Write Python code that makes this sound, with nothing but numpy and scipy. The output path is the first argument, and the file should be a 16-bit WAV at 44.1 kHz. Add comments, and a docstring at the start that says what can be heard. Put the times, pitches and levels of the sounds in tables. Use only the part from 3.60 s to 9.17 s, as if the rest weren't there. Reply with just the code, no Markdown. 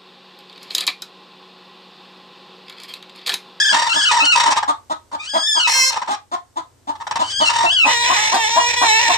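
"""Hens protesting in a nest box

One hen in a wooden nest box screeches in a high whistling register, drops into a harsh growl and stutters;
her screech is a few wavering tones, her growls and squawk are rough pulses coloured by a throat.
A second hen makes a long drawn-out complaint and a third clucks about four times a second, with the same
kind of pulses. The boards of the coop add a short tail of filtered noise over faint hiss and a low hum."""
import sys
import numpy as np
from scipy import signal
from scipy.fft import rfft, irfft, next_fast_len
from scipy.io import wavfile
from scipy.ndimage import uniform_filter1d

SR = 44100
rng = np.random.default_rng(int(sys.argv[2]) if len(sys.argv) > 2 else 0)


def output_pcm(signal):
    """Save a mono or channel-first signal as 16-bit PCM at the path in sys.argv[1].

    Samples are clipped to [-1, 1] before scaling.
    """
    pcm = np.clip(np.atleast_2d(signal).T, -1, 1) * 32767
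    wavfile.write(sys.argv[1], SR, np.round(pcm).astype(np.int16))


def undo_db(level):
    """Turn decibels back into plain size, where 20 dB means ten times bigger."""
    steps = np.asarray(level, float) / 20
    return 10 ** steps


N = 245637
TIME = np.arange(N) / SR

# The throat behind growls, short bursts and croak. Each row: frequency in Hz, relative strength in dB.
GROWL_THROAT = [(400, -29), (720, -10.5), (940, -2), (1250, -1), (1500, -10.5), (1900, -11), (2800, -14),
                (3800, -12.5), (4700, -17), (5700, -11.5), (6500, -22), (7500, -19.5), (9500, -32.5),
                (11500, -53), (14400, -52)]
# Stretches in which the vocal folds settle into a steadier beat.
# Each row: start in seconds, end in seconds, roughness from 0 to 1.
CLEAR_STRETCHES = [(2.15, 2.3, .07), (4.35, 4.42, .2), (4.79, 4.87, .24), (4.92, 5.075, .13),
                   (5.18, 5.235, .14), (5.285, 5.385, .2)]


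def level(x, db):
    """Scale a sound to an average (rms) level in dB."""
    return x * undo_db(db) / np.sqrt(np.mean(x ** 2) + 1e-18)


def along(table, hz):
    """Read a table of (Hz, value) rows between its points, on a log-frequency axis."""
    table_hz, values = np.transpose(table)
    return np.interp(np.log(hz + 1), np.log(table_hz + 1), values)


def colour(x, table):
    """Make frequencies stronger or weaker by a table of (Hz, dB) rows."""
    count = x.shape[-1]
    size = next_fast_len(count + 2048)
    hz = np.arange(size // 2 + 1) * SR / size
    return irfft(rfft(x, size) * undo_db(along(table, hz)), size)[..., :count]


def walk(count, rate):
    """Smooth random wandering that changes about rate times a second, with spread 1."""
    k = max(int(SR / rate), 1)
    noise = rng.standard_normal(count + 2 * k)
    smooth = uniform_filter1d(uniform_filter1d(noise, k), k)[k:k + count]
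    return smooth * np.sqrt(1.5 * k)  # makes up for the spread lost in smoothing


def add(out, start_s, x):
    """Mix x into out from a moment on."""
    i = int(start_s * SR)
    out[i:i + len(x)] += x[:N - i]


def spread(table):
    """Join the rows of a call sample by sample, with a short fade at both ends."""
    s, *columns = np.transpose(table)
    t = np.arange(s[0], s[-1], 1 / SR)
    since_start = t - s[0] + 0.0025 * (s[0] == 0)  # a call at time zero is already under way
    fade = np.clip(np.minimum(since_start, s[-1] - t) / 0.0053, 0, 1)
    return t, fade, [np.interp(t, s, column) for column in columns]


def air():
    """Faint hiss and rumble with a wavering low hum; the bass is alike left and right."""
    # Each row: frequency in Hz, relative noise density in dB.
    air_colour = [(15, -37.5), (25, -5.5), (97, -11.5), (137, -14.5), (170, -29.5), (240, -15.5),
                  (1040, -25.5), (2430, -34), (8470, -31.5), (9420, -38), (14400, -44)]
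    # Each row: time in seconds, level in dB.
    air_level = [(0, -51.5), (1.2, -51.5), (2.5, -55), (3.3, -52.5), (3.65, -44), (5.57, -45)]
    # Each row: frequency in Hz, usual level in dB against the air level.
    hum_tones = [(88, -10), (110, -14.5)]
    mid, side = colour(rng.standard_normal((2, N)), air_colour)
    side = signal.lfilter(*signal.butter(1, 90, "high", fs=SR), side)
    hum = np.zeros(N)
    for hz, db in hum_tones:
        strength = np.sqrt(2) * undo_db(db + 3.5 * walk(N, 3.36))
        hum += strength * np.sin(2 * np.pi * hz * TIME + 2.2 * walk(N, 3.8))
    hiss = level(mid + 0.72 * side * np.array([[1], [-1]]), -3.4)
    return (hiss + hum) * undo_db(np.interp(TIME, *np.transpose(air_level)))


def screech():
    """Few strong partials that waver and slip, with half-pitch lines and a rasp between them."""
    # One list a call. Each row: time in seconds, pitch in Hz, level in dB,
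    # strain in dB (half-pitch lines and rasp against the level).
    calls = [
        [(0, 1697, -14, -14), (.035, 1717, -15, -21.5), (.08, 1708, -14.5, -20.5), (.115, 1658, -13.5, -23),
         (.125, 1496, -34, 6.5), (.138, 1302, -13.5, -15.5)],
        [(.29, 1506, -22.5, -9), (.302, 1329, -31.5, 2), (.325, 1351, -22, -15.5), (.35, 1414, -33, 7.5),
         (.362, 1725, -16, -15.5), (.445, 1628, -16.5, -11.5), (.452, 1495, -22, -9.5), (.485, 1447, -22, -7.5),
         (.495, 1275, -27.5, -2), (.512, 1247, -25.5, -7)],
        [(.6, 1268, -20, -5), (.64, 1410, -24.5, -18.5), (.655, 1614, -19.5, -1), (.67, 1390, -21.5, -11),
         (.715, 1453, -18.5, -33), (.724, 1326, -21, -3), (.755, 1283, -28.5, -1.5)],
        [(1.58, 1123, -66, -10), (1.602, 1232, -37.5, -17), (1.655, 1278, -47, 10), (1.697, 1667, -27.5, -26.5),
         (1.81, 1657, -21.5, -36.5), (1.88, 1737, -16, -42.5), (1.93, 1721, -14.5, -34),
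         (1.995, 1604, -20, -17.5), (2.005, 1455, -20, -9), (2.045, 1308, -26.5, -23), (2.07, 1295, -22, -7.5)],
        [(3.6, 1416, -40.5, 1), (3.65, 1500, -36, -5.5), (3.722, 1658, -25, -8), (3.745, 1544, -25, -21.5),
         (3.795, 1670, -17, -55), (3.815, 1543, -25.5, -14), (3.845, 1453, -25, -15.5),
         (3.855, 1373, -29.5, 2.5), (3.892, 1280, -18.5, -7.5)],
        [(4.06, 1319, -20.5, -41.5), (4.095, 1407, -27.5, -4.5), (4.101, 1477, -20.5, -22),
         (4.132, 1672, -11, -28.5), (4.16, 1609, -18.5, -23), (4.167, 1488, -18.5, -32.5),
         (4.19, 1470, -18, -19), (4.198, 1387, -21, -21), (4.25, 1274, -17, -19)],
    ]
    # One row a call: first partial in dB (a wider beak thins it), partials above the second in dB,
    # half-pitch lines in dB against the rasp.
    voices = [(3, 0, 3.5), (0.5, -0.5, -20), (-3.5, -1, -10.5), (-7.5, 1, -11), (-11, 0, -6),
              (-13, -8.5, -14)]
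    # The half-pitch lines from the lowest up, each in dB.
    half_lines_db = [-23, -9, -20.5, -5.5, -20.5]
    # The throat that the partials move through. Each row: frequency in Hz, strength in dB.
    screech_throat = [(1200, 7.5), (1700, -9), (2600, 8.5), (3000, 2), (3400, -6.5), (4000, -3.5),
                      (5000, -7.5), (6600, -16), (8300, -22), (10000, -49.5), (13500, -47)]
    # Each row: frequency in Hz, relative strength of the rasp in dB.
    rasp_colour = [(500, -18.5), (1000, -9.5), (3000, -11), (5500, -3.5), (8500, -9), (11000, -45),
                   (14400, -41.5)]
    # Brief breaks of the pitch. Each row: time in seconds, pitch change as a share.
    slips = [(.054, -0.082), (0.095, -0.1), (.337, 0.12), (0.417, -.11), (0.459, -0.094), (1.823, -0.0022),
             (2.033, .07), (3.871, 0.053)]
    slip_s = 0.0039
    strain_waver = 1.5  # how much more the pitch wavers under full strain

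    out = np.zeros(N)
    slip = sum(share * np.exp(-.5 * ((TIME - s) / slip_s) ** 2) for s, share in slips)
    for table, (first_db, upper_db, half_db) in zip(calls, voices):
        t, fade, (hz, db, strain_db) = spread(table)
        count = len(t)
        waver = .011 * walk(count, 110) + 0.0097 * walk(count, 300)
        waver = waver * (1 + strain_waver * np.minimum(undo_db(strain_db), 1))
        phase = 2 * np.pi * np.cumsum(hz * (1 + np.interp(t, TIME, slip) + waver)) / SR
        partials = []
        for k in range(1, 9):
            throat_db = along(screech_throat, k * hz)
            partials.append((k, throat_db + first_db * (k == 1) + upper_db * (k > 2)))
        for k, line_db in enumerate(half_lines_db):
            partials.append((k + .5, strain_db + half_db + line_db))
        tone = np.zeros(count)
        for k, part_db in partials:
            flicker_db = 1.34 * walk(count, 110)
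            tone += np.sqrt(2) * undo_db(part_db + flicker_db) * np.sin(k * phase)
        puffs = rng.standard_normal(count) * (1 + 0.52 * np.cos(phase))
        rasp = level(colour(puffs, rasp_colour), 0) * undo_db(strain_db)
        add(out, t[0], fade * undo_db(db) * (tone + rasp))
    return out


def folds(hz, rough, throat, jitter, throb_db, breath_db):
    """Vocal-fold pulses through a throat; roughness shakes pitch and strength and lets air hiss through."""
    # Each row: frequency in Hz, relative hiss in dB; it is weakest near the usual fundamental.
    breath_colour = [(500, -3), (900, -9), (1300, -5), (2200, 0), (14000, 0)]
    count = len(hz)
    shake = 0.00405 * walk(count, 59.4) + jitter * rough * walk(count, 324)
    phase = 2 * np.pi * np.cumsum(hz * (1 + shake)) / SR
    pulses = np.zeros(count)
    for k in range(1, 41):
        # the moving beak lets every partial swell and fade on its own
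        strength = undo_db(min(1.5 * k, 3) * walk(count, 20))
        pulses += strength * np.cos(k * phase + .3 * k * k) * (k * hz < 15000)
    breath = colour(rng.standard_normal(count) * (1 + .9 * np.cos(phase)), breath_colour)
    source = np.sqrt(1 - .5 * rough) * level(pulses, 0) + rough * level(breath, breath_db)
    dips_db = throb_db * rough * np.abs(walk(count, 85)) ** 1.5
    return level(colour(source, throat), 0) * undo_db(-dips_db)


def chest(x, db):
    """The lowest throat resonance opens and closes against the rest."""
    low = signal.sosfiltfilt(signal.butter(2, 1350, fs=SR, output="sos"), x)
    return x + (undo_db(db) - 1) * low


def clucks():
    """Each cluck rises to its top pitch and sags again while it swells and dies."""
    # Each row: start in seconds, strength in dB before the beak opens, top pitch in Hz, length in seconds.
    cluck_list = [(0.108, -18, 316, 0.057), (0.339, -16.5, 317.6, .055), (0.613, -18.5, 306.6, 0.046),
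                  (0.855, -18, 320, 0.067), (1.076, -10, 315, 0.044), (1.296, -17, 328.7, 0.0476),
                  (1.523, -17.5, 316.4, 0.04), (1.731, -14, 329.7, 0.065), (1.949, -13.5, 335, 0.044),
                  (2.482, -14.5, 413.5, .065), (2.714, -15, 371.4, 0.049), (2.957, -18.5, 342.6, .055),
                  (3.271, -19, 304.6, 0.054), (3.589, -12.5, 329.2, 0.049), (3.799, -10.5, 314.7, 0.049),
                  (4.028, -11.5, 349.4, 0.045), (4.24, -13, 317.5, 0.071), (4.488, -9.5, 384.5, .05),
                  (4.716, -8, 390.7, 0.062), (4.957, -6.5, 344.5, 0.048), (5.21, -8.5, 377, 0.044),
                  (5.479, -12.5, 363.6, 0.054)]
    # Each row: frequency in Hz, relative strength in dB.
    cluck_throat = [(130, -36), (220, -2.5), (320, -6), (480, -23), (700, 2.5), (1050, 3.5), (1450, -13),
                    (1950, -19), (2400, -31.5), (3700, -19), (5000, -28.5), (7500, -28), (9500, -35),
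                    (11000, -57), (14000, -49)]
    out = np.zeros(N)
    for s, db, hz, length in cluck_list:
        u = np.arange(int(length * SR)) / (length * SR)  # 0 to 1 through the cluck
        arch = np.interp(u, [0, .35, .55, .75, 1], [.74, .96, 1, .97, .86])
        voice = folds(hz * arch, .75 + 0 * u, cluck_throat, jitter=.05, throb_db=3, breath_db=2)
        # a harder cluck opens the beak: the fundamental falls behind
        low = signal.sosfiltfilt(signal.butter(2, 480, fs=SR, output="sos"), voice)
        voice = voice + (undo_db(-.9 * (db + 23.0)) - 1) * low
        swell = np.interp(u, [0, .1, .3, .55, .8, 1], [0, .35, .7, 1, .5, 0])
        add(out, s, undo_db(db) * swell * voice)
    return out


def low_voice(tables, throat, harsh, clear, throb_db, chest_db):
    """Growls, croak, squawk and complaint share one mechanism: harsh, but for their clear stretches."""
    settle_s = .025
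    out = np.zeros(N)
    for table in tables:
        t, fade, (hz, db) = spread(table)
        rough = np.full(len(t), float(harsh))
        for start, end, clear_rough in clear:
            settled = np.clip(np.minimum(t - start, end - t) / settle_s + 1, 0, 1)
            rough -= (harsh - clear_rough) * settled
        rough = np.clip(rough, .03, 1)
        voice = folds(hz, rough, throat, jitter=.048, throb_db=throb_db, breath_db=2)
        add(out, t[0], fade * undo_db(db) * chest(voice, chest_db))
    return out


def growls():
    """Each growl holds its level while the pitch sags through its mean, then lets go; it throbs unevenly."""
    # Each row: start in seconds, length in seconds, level in dB before the chest lift, mean pitch in Hz.
    growl_list = [(.135, 0.17, -19, 930), (0.513, 0.12, -16.5, 944), (.752, .14, -17.5, 938),
                  (3.891, 0.19, -20.5, 930)]
    sag_hz_per_s, release_s, release_db = 150, 0.038, -12.5
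    throb_hz, throb_depth = 40, .45
    tables = []
    for s, length, db, hz in growl_list:
        rows = []
        for moment, drop_db in [(s, 0), (s + length - release_s, 0), (s + length, release_db)]:
            rows.append((moment, hz - sag_hz_per_s * (moment - s - length / 2), db + drop_db))
        tables.append(rows)
    uneven_hz = throb_hz * (1 + .2 * walk(N, 25))
    throb = 1 + throb_depth * np.sin(2 * np.pi * np.cumsum(uneven_hz) / SR)
    return throb * low_voice(tables, GROWL_THROAT, .7, [], throb_db=2.5, chest_db=4.5)


def short_bursts():
    """Short growl-voiced bursts: stutters, accents inside the growls and one faint tick.

    Weak bursts come through a closing beak, with more chest."""
    # Each row: start in seconds, peak strength in dB before the chest lift, length in seconds,
    # swell (share of the length up to the peak, kept within .07 to .85).
    bursts = [(0.137, -13, 0.029, 0.34), (0.508, -11, 0.032, 0.25), (0.7588, -9, 0.0078, .3),
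              (0.7974, -9.5, 0.016, 0.12), (0.855, -15.5, 0.044, 0.24), (0.902, -16, 0.042, .55),
              (0.958, -18, 0.04, 0.48), (1.026, -25.5, 0.024, 0.26), (1.514, -43.5, 0.025, .1),
              (2.357, -27, 0.025, 0.96), (2.415, -28.5, 0.024, 0.43), (2.473, -32.5, 0.028, .4),
              (3.352, -43.5, .021, .2), (3.399, -36.5, 0.034, 0.84), (3.467, -28, 0.018, 0.12),
              (3.51, -23, 0.02, 0.051), (3.556, -22.5, 0.026, 0.061), (3.898, -14, 0.014, 0.47)]
    pitch_hz = 892
    open_beak_db, closed_chest_db = -9.5, 15  # below the first the chest takes over, up to the second
    out = np.zeros(N)
    for s, db, length, swell in bursts:
        u = np.arange(int(length * SR)) / (length * SR)  # 0 to 1 through the burst
        falling_hz = pitch_hz * (1.05 - .12 * u)
        voice = folds(falling_hz, .9 + 0 * u, GROWL_THROAT, jitter=.08, throb_db=2, breath_db=3)
        shape = np.interp(u, [0, .06, np.clip(swell, .07, .85), .9, 1], [0, .4, 1, .35, 0])
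        add(out, s, undo_db(db) * shape * chest(voice, min(open_beak_db - db, closed_chest_db)))
    return out


def croak():
    """A hoarse croak under the squawk and its broken tail: very rough pulses through the growl's throat."""
    # Each row: time in seconds, pitch in Hz, level in dB before the chest lift.
    croak_path = [(2.07, 902, -16.5), (2.13, 923, -26), (2.27, 1051, -37.5), (2.33, 906, -20.5),
                  (2.43, 832, -47), (2.56, 812, -28)]
    return low_voice([croak_path], GROWL_THROAT, .9, [], throb_db=6, chest_db=5.5)


def squawk():
    """A lower call with harsh edges: the folds beat slower and run clear in the middle."""
    # Each row: time in seconds, pitch in Hz, level in dB before the chest cut.
    squawk_path = [(2.07, 501, -21), (2.15, 535, -14), (2.19, 523.7, -14.5), (2.222, 517.6, -13),
                   (2.26, 530.3, -16), (2.3, 529.6, -16), (2.318, 517, -18), (2.335, 510, -41)]
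    # Each row: frequency in Hz, relative strength in dB.
    squawk_throat = [(300, -55), (525, -24), (1050, -19), (1575, -17), (2100, -11.5), (3150, -17.5),
                     (3675, -37), (4200, -11), (4725, -25), (5250, -6), (5775, -12.5), (6500, -18),
                     (10000, -31.5), (12500, -42.5), (14400, -41.5)]
    return low_voice([squawk_path], squawk_throat, .75, CLEAR_STRETCHES, throb_db=6, chest_db=-9)


def complaint():
    """A long drawn-out call of wandering pitch, its rough pulses clearing for moments."""
    # Each row: time in seconds, pitch in Hz, level in dB before the chest lift.
    complaint_path = [(4.25, 500.2, -22), (4.33, 497.8, -15), (4.344, 473.3, -18), (4.544, 492.4, -17.5),
                      (4.566, 431, -17), (4.594, 425.9, -17.5), (4.778, 461.6, -20), (4.856, 429.7, -17.5),
                      (4.882, 459.1, -20.5), (5.092, 485.5, -18.5), (5.228, 482, -18.5),
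                      (5.3, 438.2, -15.5), (5.386, 446.1, -17), (5.43, 490.8, -16.5), (5.474, 450.2, -16),
                      (5.57, 451.3, -16)]
    # Each row: frequency in Hz, relative strength in dB.
    complaint_throat = [(240, -26), (470, -21), (930, -0.5), (1400, -16.5), (1780, -1.5), (2000, -4),
                        (2400, -2), (3200, -10), (3700, -2.5), (4800, -14), (5780, -3), (6320, -12.5),
                        (7230, -8.5), (8500, -23), (12200, -45), (14400, -42)]
    return low_voice([complaint_path], complaint_throat, .66, CLEAR_STRETCHES, throb_db=5.5, chest_db=6.0)


def ports(x, balance, phase):
    """Level and phase difference between the left and right microphone port, half on each side."""
    size = next_fast_len(N + 2048)
    hz = np.arange(size // 2 + 1) * SR / size
    half = undo_db(along(balance, hz) / 2) * np.exp(.5j * np.interp(hz, *np.transpose(phase)))
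    return irfft(rfft(x, size) * np.array([half, 1 / half]), size)[:, :N]


def coop(x):
    """Dense reflections from the boards, duller than the direct sound, different at each port."""
    t60_s, bottom_hz, top_hz, tail_db = 0.19, 450, 5060, -10.5  # t60: time to fade by 60 dB
    t = np.arange(int(.5 * SR)) / SR
    tail = rng.standard_normal((2, len(t))) * undo_db(-60 * t / t60_s) * np.clip(t / 0.0022, 0, 1)
    tail = signal.lfilter(*signal.butter(1, [bottom_hz, top_hz], "band", fs=SR), tail)
    tail = tail / np.sqrt(np.sum(tail ** 2) / 2) * undo_db(tail_db)
    return signal.fftconvolve(x[None], tail, axes=1)[:, :N]


def scene():
    """Three hens at their places, the coop around them and the air."""
    # How each hen reaches the two ports.
    # Balance, each row: frequency in Hz, left minus right in dB.
    # Phase, each row: frequency in Hz, lead of the left port in radians.
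    nest_balance = [(60, 3), (110, -2.5), (200, -0.5), (370, 2.5), (680, 2), (1240, -1), (2270, -1.5),
                    (4160, 10.5), (7620, -12.5), (14000, -18)]
    nest_phase = [(0, 0), (1120, 0.2), (1380, -2.0), (3100, 5.3), (3620, 12.5), (4050, 10.6), (4740, 13.4),
                  (6370, 12.1), (7060, 14.2), (8180, 11.9), (8870, 13.6), (9820, 11.7), (11200, 12.7),
                  (14100, 12.7)]
    perch_balance = [(60, 10), (110, -9), (200, -7), (370, 8), (680, -2), (1240, 5.5), (2270, -8.5),
                     (4160, 11), (7620, -10), (14000, -26)]
    perch_phase = [(0, 0), (690, -0.5), (1120, -1.3), (1720, -6.6), (2330, -3.3), (3880, -8.6),
                   (4480, -8.6), (5510, -3.8), (6630, -4.1), (8010, -5.6), (9730, -2.2), (11500, -3.8),
                   (12800, 2.7), (14100, 3.5)]
    cluck_balance = [(60, 0.0), (110, 0.5), (200, 0.0), (370, -0.5), (680, 2.5), (1240, -0.5), (2270, 2.5),
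                     (4160, 3.5), (7620, -3.5), (14000, -3.5)]
    cluck_phase = [(0, 0), (2500, 6.0), (3620, 1.1), (5340, 14.7), (6030, 18.0), (7410, 20.1), (8700, 25.8),
                   (9560, 20.9), (10600, 31.6), (11200, 28.4), (12600, 38.0), (13000, 36.2), (13600, 46.6),
                   (14100, 49.9)]
    nest = screech() + growls() + short_bursts() + croak() + squawk()
    perch = complaint()
    clucker = clucks()
    direct = ports(nest, nest_balance, nest_phase) + ports(perch, perch_balance, perch_phase)
    # once the phone has swung round, the clucks arrive from the same side as the complaint
    turned = np.clip((TIME - 4.15) / .08, 0, 1)
    direct = direct + ports(clucker * (1 - turned), cluck_balance, cluck_phase)
    direct = direct + ports(clucker * turned, perch_balance, perch_phase)
    return direct + coop(nest + perch + undo_db(2.5) * clucker) + air()


def band_limit(x):
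    """A steep low-pass at the top of the band."""
    return signal.sosfilt(signal.butter(12, 14570, fs=SR, output="sos"), x)


def record(dry):
    """The microphone drops deep bass; a steep band limit, gain control on loud calls and peak rounding follow."""
    band = signal.sosfilt(signal.butter(3, 58, "high", fs=SR, output="sos"), dry)
    band = signal.sosfilt(signal.ellip(10, .2, 85, 14400, fs=SR, output="sos"), band)  # steep top limit
    loudness = np.sqrt(uniform_filter1d(np.mean(band ** 2, axis=0), size=600) + 1e-12)
    band = band * np.minimum(1, undo_db(-13) / loudness) ** .45  # acts above -13 dB
    rounded = np.tanh(0.84 * band) / 0.76
    return band_limit(rounded)


dry = scene()
out = record(dry)
output_pcm(out)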